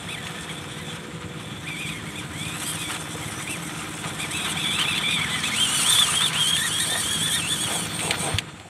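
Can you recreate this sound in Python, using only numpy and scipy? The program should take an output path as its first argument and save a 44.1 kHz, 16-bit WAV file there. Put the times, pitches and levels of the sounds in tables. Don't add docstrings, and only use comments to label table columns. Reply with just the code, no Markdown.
import sys
import numpy as np
from scipy import signal
from scipy.fft import rfft, irfft, next_fast_len
from scipy.io import wavfile
from scipy.ndimage import uniform_filter1d, map_coordinates

SR = 44100
rng = np.random.default_rng(int(sys.argv[2]) if len(sys.argv) > 2 else 0)


def inscribe(sig):
    pcm = np.round(np.clip(np.atleast_2d(sig).T, -1, 1) * 32767)
    wavfile.write(sys.argv[1], SR, pcm.astype(np.int16))


N = 383219
T = np.arange(N) / SR

# middle t/s, highest gear-mesh f/Hz, time within SAG_HZ of it/s, whine level/dB
THROTTLE_TOUCHES = [(.122, 2600, .055, -33), (.188, 2000, .06, -39), (.262, 1870, .09, -39),
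                    (.41, 1800, .1, -42), (.507, 2270, .035, -38), (.8, 2020, .12, -44),
                    (1.692, 2480, .05, -33), (1.73, 2350, .08, -36), (1.82, 2480, .11, -35),
                    (1.903, 2520, .055, -35), (1.96, 2180, .08, -38), (2.083, 2220, .07, -41),
                    (2.18, 2470, .052, -37), (2.385, 2190, .1, -38), (2.49, 2460, .2, -39),
                    (2.6, 2750, .15, -41), (2.695, 3260, .11, -37), (2.8, 2520, .13, -36),
                    (2.88, 2300, .08, -41), (2.92, 3050, .035, -36), (3.23, 2180, .04, -38),
                    (3.285, 2150, .035, -40), (3.43, 2180, .08, -40), (3.515, 2720, .064, -30.5),
                    (3.65, 2180, .09, -45), (4.224, 2470, .054, -32), (4.366, 2640, .075, -31),
                    (4.44, 2550, .12, -35), (4.497, 2950, .04, -32), (4.612, 2610, .075, -32),
                    (4.69, 2320, .14, -33), (4.77, 2650, .08, -31), (4.817, 3130, .042, -23),
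                    (4.897, 2660, .07, -27), (4.963, 2700, .04, -26), (5.052, 2340, .052, -29),
                    (5.12, 2460, .14, -28), (5.225, 2270, .06, -29), (5.344, 2040, .13, -31),
                    (5.465, 2600, .045, -28), (5.53, 2180, .03, -27), (5.628, 3180, .095, -22),
                    (5.75, 3000, .16, -28.5), (5.92, 3580, .095, -20), (6, 3520, .085, -20),
                    (6.08, 2830, .08, -30), (6.175, 3250, .075, -24), (6.24, 3600, .06, -21),
                    (6.41, 3240, .09, -23), (6.515, 3290, .14, -23), (6.585, 3540, .06, -27),
                    (6.648, 3800, .06, -26), (6.768, 3320, .12, -28), (6.822, 3800, .048, -24),
                    (6.925, 3620, .08, -27), (6.98, 3800, .062, -29), (7.13, 3330, .19, -30),
                    (7.262, 3490, .11, -27), (7.357, 3700, .065, -26), (7.448, 2700, .1, -29),
                    (7.528, 3500, .07, -28), (7.628, 3410, .08, -30.5), (7.745, 3400, .09, -35),
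                    (7.81, 3060, .08, -36), (8.06, 2750, .08, -33), (8.235, 2750, .06, -39)]
# f/Hz, level/dB
WHINE_BOOSTS = [(1600, -4), (2300, 2), (2800, -3), (3300, 2.5), (3800, -3)]
# multiple of the mesh frequency, level/dB
FIRST_GEAR_TONES = [(1.33, -7), (1.41, -5), (1.5, 1), (2, -6), (2.44, -8), (3, -6), (3.6, -6)]
SECOND_GEAR_TONES = [(1.5, -3), (1.72, -3), (2, -2), (2.42, 0), (2.5, 0), (2.8, -3), (3, 2), (3.25, -3)]
# t/s, rattle level/dB, tooth rasp level/dB
GEARBOX_LEVELS = [(0, -43, -45), (.25, -37, -41), (.9, -39, -42.5), (1.18, -57, -51), (1.4, -39.5, -45),
                  (2.25, -44.5, -42.5), (2.8, -39, -36.5), (3.85, -45.5, -37), (4.65, -30, -35.5),
                  (5.25, -30, -36.5), (5.95, -35, -27.5), (6.3, -39, -34.5), (6.7, -38.5, -32.8),
                  (7.5, -39, -35), (8.38, -35, -36), (8.43, -54, -53)]
# f/Hz, relative level/dB
HOUSING_COLOUR = [(1800, -33), (2350, 2), (2850, -20), (3100, 3.5), (3450, 7), (3800, -1), (4200, -13),
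                  (5200, -30)]
FIRST_RASP_COLOUR = [(3900, -13), (4200, -16.5), (4900, -11), (5700, -4), (6800, -6.5), (8500, 5),
                     (9000, 0.5), (9600, 3), (10500, -5.5), (11450, -2), (12100, -15.5), (13000, -6.5),
                     (14300, -21), (15700, -15)]
SECOND_RASP_COLOUR = [(3900, -17), (4450, -5), (5000, -15.5), (5550, -5), (7000, -8), (8000, -2.5),
                      (8700, 2), (9400, -2.5), (10000, -4), (11400, -9.5), (12600, -15.5), (14100, -21),
                      (15700, -23)]
# f/Hz, relative level/dB
DRONE_LEVELS = [(5.4, -79), (5.7, -47), (6.4, -47), (6.6, -41.5), (7.36, -45.5), (8.1, -56), (8.5, -79.5)]
SHELL_COLOUR = [(1450, -12), (1700, 3), (1800, 9), (1920, 10), (2150, -15)]
# middle t/s, length/s, centre f/Hz, width/Hz, level/dB
SQUEAL_EVENTS = [(3.39, .1, 5950, 200, -44), (8.03, .22, 8650, 450, -33), (8.26, .2, 8650, 450, -34),
                 (7.95, .9, 13350, 700, -51)]
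# t/s, base f/Hz, level/dB
BUZZ_TRACK = [(0, 252.5, -62), (1.8, 252.5, -56), (4.3, 252.5, -55), (5.6, 252.5, -49), (8.69, 252.5, -60)]
# multiple of the base frequency, level/dB
BUZZ_HARMONICS = [(2, -9), (3, -7), (4, -3.5)]
# t/s, low grinding level/dB, crunch level/dB
TYRE_LEVELS = [(0, -44.5, -39.5), (1.3, -52, -42.5), (2.9, -47, -39.5), (4.3, -46, -36.8),
               (6.05, -43.5, -30.5), (6.6, -47.5, -36), (8.35, -43, -37), (8.46, -51.5, -45),
               (8.69, -51, -53)]
# start t/s, length/s, grinding level/dB, crunch level/dB
TYRE_SLIPS = [(2.45, .25, -53, -40.5), (2.9, 0.042, -43, -33.5), (3.14, .1, -43.5, -42),
              (4.046, 0.019, -39, -39), (4.201, 0.021, -46, -37), (4.44, 0.082, -43, -35),
              (4.79, 0.041, -40, -31), (6.21, .02, -43, -33), (6.35, .03, -44, -34), (6.87, .1, -40, -40),
              (7.7, .07, -35, -35), (8.029, .11, -34, -39), (8.237, .05, -32.5, -36)]
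# f/Hz, relative level/dB
GRIND_COLOUR = [(150, -15), (300, -8), (440, -2), (560, -3.5), (700, 2), (920, -3), (1500, -26)]
CRUNCH_COLOUR = [(500, -49), (800, -6), (1020, 4), (1150, 1), (1280, 6), (1700, 2), (2400, 0.5),
                 (3500, -1.5), (5000, -14.5), (9000, -21), (15000, -39)]
# t/s, level/dB
SNAP_EVENTS = [(.186, -33), (.268, -27), (.385, -34), (1.891, -28), (2.452, -27), (2.963, -27),
               (4.047, -30), (4.813, -18), (4.978, -19), (5.436, -22), (5.985, -16), (6.331, -24),
               (6.566, -17), (7.992, -24), (8.005, -23), (8.1085, -9.5), (8.3848, -9.5), (8.598, -35)]
# f/Hz, relative level/dB
SNAP_SPECTRUM = [(400, -20), (1300, -19), (1950, -2), (2900, 1.5), (3400, -2.5), (4200, -5.5), (5400, -22),
                 (7700, -9.5), (10500, -23), (15000, -32)]
# t/s, level/dB, f/Hz, time to fall 60 dB/s
BUMP_EVENTS = [(3.155, -29, 470, 0.055), (3.792, -23, 2750, .022), (3.989, -26, 2700, .02),
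               (4.058, -26, 1200, .04), (4.56, -24, 756, 0.046), (5.986, -17, 1150, .025),
               (6.087, -17, 1210, 0.038), (6.955, -24, 688, .06), (8.272, -25, 660, .12),
               (8.34, -13, 99, 0.1)]
# t/s, firings per second/Hz, thud level/dB, muffler ring level/dB
DIESEL_TRACK = [(0, 20, -38.5, -55), (1.8, 17.9, -37.5, -49), (3.8, 17.45, -37, -43),
                (5, 17.8, -36.5, -46.5), (6, 16.95, -37, -63), (8.3, 18.5, -34, -45.5),
                (8.69, 17.2, -47.5, -73)]
# f/Hz, relative level/dB
EXHAUST_COLOUR = [(30, -40), (50, -16), (70, -9.5), (100, -3.5), (135, -3.5), (163, 3), (185, -4),
                  (215, -4), (260, -11.5), (450, -16.5), (600, -19)]
MUFFLER_COLOUR = [(240, -22), (290, -10), (307, 6), (324, -8), (380, -25)]
# t/s, firing f/Hz, level/dB
HUM_TRACK = [(0, 60.7, -65), (.5, 60.95, -56), (1.25, 60.85, -52), (1.9, 61.44, -71)]
REVVING_TRACK = [(3.8, 33.95, -80), (4.4, 36, -47.5), (5, 39, -48.5), (5.5, 42.66, -44), (5.9, 46.2, -51),
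                 (6.4, 47.36, -78)]
# multiple of the firing frequency, level/dB
HUM_HARMONICS = [(5, -4), (6, 0), (7, -5), (8, 4.5), (9, -5)]
REVVING_HARMONICS = [(4, -2), (5, 1), (6, -0.86)]
# f/Hz, relative level/dB
OUTDOOR_COLOUR = [(20, -45), (60, -13), (200, -3), (400, -12.5), (2700, -12.5), (5200, -38), (7500, -12),
                  (15000, -46)]

CRAWL_HZ, CRUISE_HZ = 1748, 2500
SAG_HZ, PINION_TEETH = 300, 8
WHINE_LOSS_DB_PER_HZ = .012
HANDOVER_S, HANDOVER_LENGTH_S = 5.25, 0.36
SCRABBLE_ATTACK_S, SCRABBLE_RELEASE_S = 0.014, 0.042
TOP_HZ = 15600


def throttle():
    mesh_hz = np.full(N, float(CRAWL_HZ))
    whine_db = np.full(N, -np.inf)
    for s, top_hz, length, db in THROTTLE_TOUCHES:
        near = slice(max(0, round((s - .5) * SR)), round((s + .5) * SR))
        t = T[near] - s
        lag_hz = SAG_HZ * (2 * t / length) ** 2
        mesh_hz[near] = np.maximum(mesh_hz[near], top_hz - lag_hz)
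        whine_db[near] = np.maximum(whine_db[near], db - WHINE_LOSS_DB_PER_HZ * lag_hz)
    boost_hz, boost_db = np.transpose(WHINE_BOOSTS)
    return mesh_hz, whine_db + np.interp(mesh_hz, boost_hz, boost_db)


def mesh(mesh_hz):
    angle = 2 * np.pi * np.cumsum(mesh_hz) / SR + 0.61 * wobble(70)
    return angle, np.log2(mesh_hz / CRUISE_HZ)


def whine(angle, db, flutter_db, rough):
    load = amp(flutter_db * wobble(130)) * (1 + 0.27 * wobble(700))
    runout = 1 + .3 * wobble(60) * np.sin(angle / PINION_TEETH)
    shaken = angle + rough * wobble(420)
    tone = np.sin(shaken) + amp(-25) * np.sin(2 * shaken)
    tone = ripple(load * runout * tone, depth_db=1.3, spacing_hz=110)
    return amp(db) * unit(tone)


def gearbox(angle, speed, rattle_db_per_octave=7, rasp_db_per_octave=8):
    rattle_db, rasp_db = curves(GEARBOX_LEVELS)
    second = np.clip((T - HANDOVER_S) / HANDOVER_LENGTH_S, 0, 1)
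    first_teeth = teeth(angle, FIRST_GEAR_TONES, rough=.4, worn=1.3, clatter=1.6)
    first_teeth = ripple(first_teeth, depth_db=1.9, spacing_hz=90)
    second_teeth = teeth(angle, SECOND_GEAR_TONES, rough=.42, worn=1.3, clatter=1.5)
    second_teeth = ripple(second_teeth, depth_db=1.9, spacing_hz=90)

    def blend(first_colour, second_colour):
        first_part = np.sqrt(1 - second) * colour(first_teeth, first_colour)
        return first_part + np.sqrt(second) * colour(second_teeth, second_colour)

    rattle = amp(rattle_db + rattle_db_per_octave * speed) * blend(HOUSING_COLOUR, HOUSING_COLOUR)
    rasp = mottled(blend(FIRST_RASP_COLOUR, SECOND_RASP_COLOUR))
    rasp = amp(rasp_db + rasp_db_per_octave * speed) * rasp
    return (rattle + rasp) * amp(1.6 * wobble(190))


def teeth(angle, tones, rough, worn, clatter):
    shaken = angle + rough * wobble(380)
    lines = sum(amp(db + 2.5 * wobble(40)) * np.sin(k * shaken) for k, db in tones)
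    return unit(lines) + worn * worn_teeth(shaken) + clatter * grains(1800, 3.5, .5)


def worn_teeth(angle, order=88):
    place = angle / (2 * np.pi * PINION_TEETH) * order % order

    def turn():
        return map_coordinates(rng.standard_normal(order), [place], mode="grid-wrap")

    return unit(turn() * wobble(25) + turn() * wobble(25))


def mottled(x, depth_db=1.8):
    bands = signal.stft(x, nperseg=512)[2]
    field = uniform_filter1d(rng.standard_normal(bands.shape), 7, 0)
    field = uniform_filter1d(field, 7, 1)
    return signal.istft(bands * amp(depth_db * unit(field)), nperseg=512)[1][:N]


def drone(angle):
    tone = amp(3 * wobble(110)) * np.sin(angle / 2 + .8 * wobble(260))
    return amp(curves(DRONE_LEVELS)[0]) * colour(tone, SHELL_COLOUR)


def squeals():
    out = np.zeros(N)
    for s, length, centre_hz, width, db in SQUEAL_EVENTS:
        band = unit(filtered(noise(), lambda hz: 1 / (1 + (2 * (hz - centre_hz) / width) ** 2)))
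        swell = np.sqrt(np.clip(1 - (2 * (T - s) / length) ** 2, 0, 1))
        out += amp(db) * band * swell
    return out


def tyres():
    grinding, crunching = amp(curves(TYRE_LEVELS))
    for s, length, grind_db, crunch_db in TYRE_SLIPS:
        rise = (T - s) / SCRABBLE_ATTACK_S
        fall = (s + length - T) / SCRABBLE_RELEASE_S
        slip = np.exp(np.minimum(0, np.minimum(rise, fall)))
        grinding = np.hypot(grinding, amp(grind_db) * slip)
        crunching = np.hypot(crunching, amp(crunch_db) * slip)
    grind = grinding * amp(1.1 * wobble(45)) * colour(grains(300, 5.6, .5), GRIND_COLOUR)
    crunch = crunching * amp(1.7 * wobble(45)) * colour(grains(600, 4.5, 0.33), CRUNCH_COLOUR)
    return ripple(grind + crunch, depth_db=1.5, spacing_hz=55)


def snaps(t60=0.031, attack_s=.0003):
    envelope = np.zeros(N)
    t = np.arange(SR // 5) / SR
    for s, db in SNAP_EVENTS:
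        add(envelope, s, amp(db - 60 * t / t60) * (1 - np.exp(-t / attack_s)))
    return envelope * colour(noise(), SNAP_SPECTRUM)


def bumps():
    out = np.zeros(N)
    t = np.arange(SR // 4) / SR
    for s, db, hz, t60 in BUMP_EVENTS:
        envelope = amp(db - 60 * t / t60) * (1 - np.exp(-t / .001))
        add(out, s, -envelope * np.sin(2 * np.pi * hz * t))
    return out


def diesel(puff_s=0.021, between=1.0, steady=.5):
    rate, thud_db, ring_db = curves(DIESEL_TRACK)
    cycle = np.cumsum(rate * (1 + .004 * wobble(5))) / SR % 1
    age = cycle / rate
    pipe_ring = noise()[(age * SR).astype(int)]
    puff = np.exp(-age / puff_s)
    thuds = colour((puff + between) * (steady * pipe_ring + noise()), EXHAUST_COLOUR)
    muffler = colour(puff * (2 * pipe_ring + noise()), MUFFLER_COLOUR)
    return amp(thud_db) * thuds + amp(ring_db) * muffler


def hum(track, lines):
    hz, db = curves(track)
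    angle = 2 * np.pi * np.cumsum(hz) / SR
    tones = sum(amp(level + 1.3 * wobble(5)) * np.sin(k * angle + .3 * wobble(9)) for k, level in lines)
    return np.sqrt(2) * amp(db) * tones


def outdoors():
    return amp(-49.5) * colour(noise(), OUTDOOR_COLOUR)


def amp(db):
    return 10 ** (np.asarray(db) / 20)


def unit(x):
    return x / np.sqrt(np.mean(x ** 2) + 1e-20)


def curves(rows):
    s, *cols = np.transpose(rows)
    return [np.interp(T, s, c) for c in cols]


def wobble(rate):
    knots = rng.standard_normal(int(N * rate / SR) + 4)
    return unit(map_coordinates(knots, [T * rate]))


def noise():
    return rng.standard_normal(N)


def grains(rate, spread_db, share):
    struck = rng.random(N) < rate / SR
    hits = struck * rng.choice([-1, 1], N) * amp(spread_db * np.clip(noise(), -2, 2))
    return np.sqrt(share) * unit(hits) + np.sqrt(1 - share) * noise()


def filtered(x, response):
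    m = next_fast_len(N + 8192)
    return irfft(rfft(x, m) * response(np.fft.rfftfreq(m, 1 / SR)), m)[:N]


def colour(x, spectrum):
    f, db = np.transpose(spectrum)

    def response(hz):
        return amp(np.interp(np.log(hz + 1), np.log(f), db, left=-120, right=-120))

    return unit(filtered(x, response))


def ripple(x, depth_db, spacing_hz):
    knots = rng.standard_normal(int(SR / spacing_hz) + 4)
    return filtered(x, lambda hz: amp(depth_db * map_coordinates(knots, [hz / spacing_hz])))


def add(track, s, sound):
    part = track[round(s * SR):][:len(sound)]
    part += sound[:len(part)]


def scene():
    mesh_hz, whine_db = throttle()
    angle, speed = mesh(mesh_hz)
    whines = whine(angle, whine_db, flutter_db=2.5, rough=.4)
    buzz = hum(BUZZ_TRACK, BUZZ_HARMONICS)
    trucks = whines + gearbox(angle, speed) + drone(angle) + squeals() + buzz
    ground = tyres() + snaps() + bumps()
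    engines = diesel() + hum(HUM_TRACK, HUM_HARMONICS) + hum(REVVING_TRACK, REVVING_HARMONICS)
    return (trucks + ground + engines + outdoors())[None]


def record(dry, low_hz=50):
    def response(hz):
        s = 1j * hz / low_hz
        bass_cut = s * s / (s * s + np.sqrt(2) * s + 1)
        return bass_cut * (hz < TOP_HZ)

    return filtered(dry[0], response)[None]


dry = scene()
out = record(dry)
inscribe(out)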